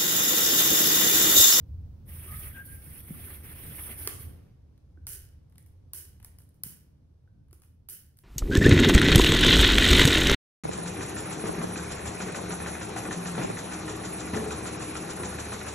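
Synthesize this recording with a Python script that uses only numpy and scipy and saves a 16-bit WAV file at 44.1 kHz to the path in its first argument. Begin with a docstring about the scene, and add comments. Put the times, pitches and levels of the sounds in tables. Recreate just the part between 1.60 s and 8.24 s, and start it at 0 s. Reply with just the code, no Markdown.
"""Powder flares again and again on a plank in a hard-walled garage, lit by a long gas lighter.
Its sputtering grains give a bright fizz and a lower jet roar, with two short whistles and dull knocks.
Later the loose trigger ticks and the igniter snaps, each snap followed by the garage's hissy echo,
which holds briefly, then fades.
A rumble near 80 Hz wavers underneath; two microphone ports hear the treble differently."""
import sys
import numpy as np
from scipy import signal
from scipy.fft import rfft, irfft, next_fast_len
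from scipy.io import wavfile
from scipy.ndimage import uniform_filter1d, map_coordinates

SR = 44100
rng = np.random.default_rng(int(sys.argv[2]) if len(sys.argv) > 2 else 0)


def store_wav(level_fs):
    """Save 16-bit WAV to argv[1]."""
    pcm = np.round(np.clip(np.atleast_2d(level_fs), -1, 1) * 32767)
    wavfile.write(sys.argv[1], SR, pcm.T.astype(np.int16))


N = 292674

# Powder flares. Each row: catch in s, end in s, peak fizz in dB, jet in dB re fizz.
FLARES = [(0.444, .87, -43.5, -9), (0.915, 0.95, -49, -3.5), (1.01, 1.15, -49.5, -14.5),
          (1.173, 1.405, -49, -10.5), (1.43, 1.749, -46.5, -6.5), (1.793, 1.93, -49.5, -6),
          (1.913, 2.317, -41.5, -7.5), (2.342, 2.489, -40.5, -11), (2.547, 2.643, -48.5, -13)]
NOISE_TOP_HZ = 15750
RING_HZ, RING_T60_S = 9840, 0.0056  # trigger's metal part
SIDE = np.array([[.5], [-.5]])  # splits a left-right difference


def amp(db):
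    """dB to gain."""
    return 10 ** (np.asarray(db) / 20)


def unit(x):
    """x at rms 1."""
    return x / np.sqrt(np.mean(x ** 2) + 1e-20)


def along(points, hz):
    """Interpolate (Hz, value) points on a log axis."""
    f, v = np.transpose(points)
    return np.interp(np.log(hz + 1), np.log(f + 1), v)


def curves(rows):
    """One value per sample for each column after the time."""
    times_s, *cols = np.transpose(rows)
    return [np.interp(np.arange(N) / SR, times_s, c) for c in cols]


def wobble(rate_hz):
    """Smooth random curve with knots at rate_hz."""
    knots = rng.standard_normal(int(N * rate_hz / SR) + 4)
    return map_coordinates(knots, [np.arange(N) * rate_hz / SR])


def filtered(x, response):
    """Apply a complex frequency response."""
    n = x.shape[-1]
    m = next_fast_len(n + 4096)
    return irfft(rfft(x, m) * response(np.fft.rfftfreq(m, 1 / SR)), m)[..., :n]


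def add(out, start_s, x):
    """Mix x into out."""
    part = out[:, round(start_s * SR):][:, :x.shape[-1]]
    part += x[..., :part.shape[1]]


def rush(spectrum, size, alike=1):
    """Stereo noise of rms 1, partly shared by both ports."""
    # Port likeness. Each row: frequency in Hz, left-right correlation.
    likeness = [(60, 1), (130, 0.92), (250, 0.68), (400, 0.91), (700, 0.21), (2000, 0.645), (5000, 0.13),
                (9000, 0.19), (13000, 0.193)]

    def shape(hz):
        angle = np.arccos(np.clip(alike * along(likeness, hz), 0, 1)) / 2
        return amp(along(spectrum, hz)) * (hz < NOISE_TOP_HZ) * [np.cos(angle), np.sin(angle)]

    mid, side = filtered(rng.standard_normal((2, size)), shape)
    return unit(np.array([mid + side, mid - side]))


def garage_decay(pair, hold_s):
    """After the hold, each frequency fades at the rate of the garage's echo."""
    # Reverberation. 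Each row: frequency in Hz, T60 in s.
    t60_s = [(300, 0.51), (1500, 0.61), (3000, .55), (5000, 0.5), (10000, 0.32), (15000, 0.33)]
    hz, t, z = signal.stft(pair, SR, nperseg=256)
    fade = amp(-60 * np.maximum(t - hold_s, 0) / along(t60_s, hz)[:, None])
    return signal.istft(z * fade, SR, nperseg=256)[1][:, :pair.shape[1]]


def garage_echo(x):
    """Wall reflections: x through a decaying noise tail of unit energy."""
    noise = filtered(rng.standard_normal((2, SR // 2)), lambda hz: hz < NOISE_TOP_HZ)
    tail = garage_decay(noise, hold_s=0)
    return signal.fftconvolve(x[None], tail / np.linalg.norm(tail[0]), axes=1)


def background():
    """A rumble throbs unevenly over faint hiss."""
    # Low rumble. Each row: time in s, level in dB.
    hum_levels = [(0, -50.5), (.12, -39.5), (.45, -45.5), (.86, -41.5), (1, -50.5), (1.14, -41),
                  (1.25, -49.5), (2.7, -44.5), (2.82, -55.5), (3.36, -54.5), (3.62, -47.5), (3.9, -54.5),
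                  (4.7, -51.5), (4.9, -60), (6.08, -55), (6.64, -62.5)]
    # Higher layers. Each row: time in s, then upper rumble, wide hiss and top hiss in dB.
    air_levels = [(0, -58.5, -66.5, -83), (.45, -54, -66, -86), (1.5, -55, -61, -98.5),
                  (2.7, -55, -59, -100.5), (3, -64.5, -71, -100), (4.5, -63.5, -70.5, -105),
                  (6.64, -66.5, -77.5, -108)]
    # Layer spectra. Each row: frequency in Hz, relative density in dB.
    hum_spectrum = [(12, -40.5), (20, -13), (31, -14.5), (50, -12), (66, -2.5), (79, 0), (92, -4.5),
                    (140, -14.5), (180, -45.5), (310, -120)]
    upper_spectrum = [(71, -28), (120, 0.5), (156, 2.5), (210, -6.5), (300, -13), (390, -37.5), (660, -120)]
    wide_spectrum = [(150, -42.5), (250, -3), (420, -9), (494, -9), (640, -16), (842, -18.5), (1920, -30.5),
                     (6080, -33), (7030, -40), (12000, -37.5), (15600, -66), (22000, -120)]
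    top_spectrum = [(9000, -37.5), (12500, -10), (16000, -4)]
    hum_db, = curves(hum_levels)
    upper_db, wide_db, top_db = curves(air_levels)
    throb_db = 0.67 * wobble(14) + 1.3 * wobble(4.04)
    hum = amp(hum_db) * unit(amp(throb_db) * rush(hum_spectrum, N))
    upper = amp(upper_db + 2.4 * wobble(11)) * rush(upper_spectrum, N)
    wide = amp(wide_db) * rush(wide_spectrum, N, alike=0.285)
    top = amp(top_db) * rush(top_spectrum, N, alike=0)
    return hum + upper + wide + top


def knocks(t60_s=.033):
    """Damped single modes of plank and handle."""
    # Each row: start in s, level in dB, pitch in Hz.
    modes = [(.312, -70, 707), (1.507, -23, 180), (2.473, -30.5, 399), (3.374, -57.5, 1520),
             (3.377, -45.5, 284), (5.044, -36, 100.3), (5.062, -33, 174), (5.676, -62, 1510),
             (5.928, -48, 350)]
    out, t = np.zeros((2, N)), np.arange(SR // 3) / SR
    for start_s, db, hz in modes:
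        attack = 1 - np.exp(-t * hz * 3.4)
        ring = amp(db - 60 * t / t60_s) * attack * np.sin(2 * np.pi * hz * t)
        add(out, start_s, ring[None])
        add(out, start_s + .012, amp(-6.5) * garage_echo(ring))
    return out


def flare_envelope(peaks_db, decay, smoulder_db, catch_s=0.052, swell_db_per_s=20):
    """Each flare catches, swells, falls fast and lingers; steady smouldering fills the gaps."""
    fall_db_per_s, linger_db, linger_db_per_s = decay
    t = np.arange(N) / SR
    lit = lambda start_s: np.clip((t - start_s) / catch_s, 0, 1) ** 2
    burnt_out_s = np.maximum(t - FLARES[-1][1], 0)
    power = (lit(FLARES[0][0]) * amp(smoulder_db - fall_db_per_s * burnt_out_s)) ** 2
    for (start_s, end_s, *_), db in zip(FLARES, peaks_db):
        after_s = np.maximum(t - end_s, 0)
        swell = lit(start_s) * amp(db - swell_db_per_s * np.maximum(end_s - t, 0))
        fall = amp(-fall_db_per_s * after_s)
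        linger = amp(linger_db - linger_db_per_s * after_s)
        power += swell ** 2 * (fall ** 2 + linger ** 2)
    return np.sqrt(power)


def patchy(pair, depth_db):
    """Random gain patches over time and frequency; rms 1."""
    z = signal.stft(pair, nperseg=256)[2]
    field = uniform_filter1d(rng.standard_normal(z.shape[1:]), size=5, axis=0)
    field = uniform_filter1d(field, size=10, axis=1)
    return unit(signal.istft(z * amp(depth_db * unit(field)), nperseg=256)[1][:, :N])


def burning_powder():
    """Sputtering grains make fizz and jet flicker together."""
    # Flame spectra. Each row: frequency in Hz, relative density in dB.
    fizz_spectrum = [(2240, -51.5), (3800, -18), (5800, -16.5), (6900, -24.5), (7900, -19.5), (8900, -2),
                     (10300, 2), (11100, -1), (12500, 2), (13500, -5.5), (14500, 0.5), (16000, -6.5)]
    jet_spectrum = [(150, -18.5), (250, -7), (369, -6.5), (435, -13), (1040, -15.5), (2140, -9.5),
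                    (3480, -16), (3870, -26.5), (4200, -25.5), (5460, -67), (9240, -120)]
    # Flare decays. Each: fall in dB/s, linger in dB re peak, linger's fall in dB/s.
    fizz_decay = (217, -9, 120)
    jet_decay = (233, -10, 56)
    *_, fizz_db, jet_rel_db = np.transpose(FLARES)
    sputter_db = 0.38 * wobble(25.87) + 0.88 * wobble(90) + 0.23 * wobble(400)
    fizz_gain = flare_envelope(fizz_db, fizz_decay, smoulder_db=-57) * amp(sputter_db)
    jet_gain = flare_envelope(fizz_db + jet_rel_db, jet_decay, smoulder_db=-68.5) * amp(.5 * sputter_db)
    fizz = fizz_gain * patchy(rush(fizz_spectrum, N), depth_db=2.25)
    jet = jet_gain * patchy(rush(jet_spectrum, N), depth_db=2.5)
    return fizz + jet


def whistles(flat_ratio=0.0325, glide_s=0.029):
    """Unsteady, slightly rising tones that swell and stop, each over a fainter, lower one."""
    # Each row: start in s, length in s, pitch in Hz, level in dB.
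    tones = [(0.659, .108, 1250, -47), (0.932, 0.0996, 1608, -38)]
    undertones = [(start_s, 0.083, .925 * hz, -53.5) for start_s, _, hz, _ in tones]
    out = np.zeros((2, N))
    for start_s, length_s, hz, db in tones + undertones:
        t = np.arange(round(length_s * SR)) / SR
        lag_s = flat_ratio * glide_s * (1 - np.exp(-t / glide_s))
        phase = 2 * np.pi * hz * (t - lag_s) + 0.93 * wobble(64)[:len(t)]
        swell = np.abs(np.sin(np.pi * (t / length_s) ** 1.86)) ** 0.54
        tone = swell * np.sin(phase)
        add(out, start_s, amp(db) * tone * [[.9], [.4]])
        add(out, start_s + 0.015, amp(db - 10) * garage_echo(tone))
    return out


def snaps_and_ticks():
    """Igniter and trigger: a crack, a low thud and a metal ring, then rattle and echo."""
    # Igniter snaps. Each row: start in s, peak in dB, thud in dB re peak, left-right in dB,
    # echo tail in dB re peak, tilt above 9.5 kHz in dB/octave.
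    snaps = [(2.4737, -17, -9.5, -2.5, -25, -13.5), (3.4682, -26.5, -14, 0.5, -13, -5),
             (4.3336, -23.5, -19.5, 0, -18.5, -3.5), (5.0353, -18, -24.5, 4.5, -26.5, -1),
             (6.2872, -30.5, -15.5, -4, -14, 1)]
    # Trigger ticks. Each row: start in s, peak in dB, thud and echo tail in dB re peak.
    ticks = [(3.1772, -66.5, 5.5, -25), (3.898, -64, -5, -17), (3.9233, -63, -2, -18),
             (3.956, -58, 0.5, -24), (3.9811, -42, -11, -21), (4.0622, -53.5, -7.5, -14.5),
             (4.6, -54, -2, -20), (4.6279, -46, -9, -19), (4.6466, -32.5, -14.5, -25.5),
             (4.786, -43.5, -11, -18), (4.803, -52.5, -8, -19), (4.8193, -51, -13.5, -25),
             (4.891, -55.5, -25, -23), (4.9426, -62.5, -17, -12), (5.884, -68.5, -4, -22),
             (5.91, -56, -5.5, -24), (5.9292, -43.5, -9.5, -19), (6.0194, -51, -7, -14),
             (6.035, -56, -2, -11), (6.2978, -31.5, -41, -26), (6.571, -49, -19, -20),
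             (6.588, -45, -13.5, -19.5)]
    # Crack spectrum. Each row: frequency in Hz, relative density in dB.
    crack_spectrum = [(1470, -49.5), (2500, -42.5), (5000, -15), (7110, -24), (9710, -13.5), (13400, -8),
                      (16800, -13.5)]
    events = [(*row, -19) for row in snaps]
    events += [(s, db, thud_db, 3, echo_db, -5, -2) for s, db, thud_db, echo_db in ticks]
    out, t = np.zeros((2, N)), np.arange(SR // 50) / SR
    rise_s = np.array([[.0009], [.0016]])  # spark, slower handle
    handle_band = lambda hz: 1j * hz * 1600 / (1300 ** 2 - hz * hz + 1j * hz * 1600)
    for start_s, db, thud_db, pan_db, echo_db, db_per_octave, ring_db in events:
        tilt = lambda hz: amp(db_per_octave * np.log2(np.maximum(hz / 9500, 1)))
        spark, handle = t / rise_s * np.exp(1 - t / rise_s) * rng.standard_normal((2, len(t)))
        crack = filtered(spark, lambda hz: amp(along(crack_spectrum, hz)) * tilt(hz))
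        crack /= np.abs(crack).max()
        thud = filtered(handle, handle_band)
        thud /= np.abs(thud).max()
        ring = amp(ring_db) * metal_ring(t, RING_HZ * rng.normal(1, 0.018))
        add(out, start_s, amp(db + SIDE * pan_db) * (crack + amp(thud_db) * thud + ring))
        add(out, start_s + .01, amp(db + thud_db - 5) * garage_echo(thud))
        add(out, start_s + 0.0051, amp(db - 5.5) * garage_echo(ring))
        add(out, start_s, amp(min(db, -40) - 14.5) * rattle(count=4))
        add(out, start_s, echo_tail(db + echo_db, tilt))
    return out


def metal_ring(t, hz):
    """One damped mode of the trigger's metal part."""
    return amp(-60 * t / RING_T60_S) * np.sin(2 * np.pi * hz * t)


def rattle(count, fall_db_per_s=150):
    """The loose trigger ticks a few more times, dying away."""
    kicks, t = np.zeros(SR // 8), np.arange(SR // 100) / SR
    kicks[rng.integers(SR // 100, len(kicks), count)] = rng.exponential(size=count)
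    kicks *= amp(-fall_db_per_s * np.arange(len(kicks)) / SR)
    return np.convolve(kicks, metal_ring(t, RING_HZ))[None]


def echo_tail(db, tilt, rise_s=0.0074):
    """The garage's hissy echo of a crack; its level holds briefly, then fades."""
    # Echo spectrum. Each row: frequency in Hz, relative density in dB.
    spectrum = [(180, -31), (350, -7.5), (700, -29), (1100, -31.5), (1500, -13.5), (1750, -14.5),
                (2300, -20.5), (2800, -16.5), (3000, -9), (3250, -19.5), (3800, -21), (5200, -12),
                (7800, -12.5), (9300, -2), (10600, 0), (15200, -3.5), (16000, -2)]
    t = np.arange(SR // 2) / SR
    rise = np.clip(t / rise_s, 0, 1) ** 2
    hold_s = max(0.0027 * (db + 63.5), 0)
    clumps_db = 1.5 * wobble(700)[:len(t)]
    hiss = filtered(rush(spectrum, len(t)), tilt)
    return amp(db + clumps_db) * rise * garage_decay(hiss, hold_s)


def scene():
    """All sources, in stereo."""
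    return burning_powder() + whistles() + snaps_and_ticks() + knocks() + background()


def record(dry):
    """Two band-limited ports differ in colour; the right hears later."""
    # Port balance. Each row: frequency in Hz, left-right in dB.
    balance = [(300, -0.5), (1300, -1.5), (2400, -2), (4400, 4), (8100, -4.5), (15000, -2.5)]
    lag_s, top_hz = 4 / SR, 16950

    def response(hz):
        colour = amp(SIDE * along(balance, hz))
        delay = np.exp(2j * np.pi * hz * lag_s * SIDE)
        return colour * delay * np.clip((top_hz - hz) / 100, 0, 1)

    return filtered(dry, response)


dry = scene()
out = record(dry)
store_wav(out)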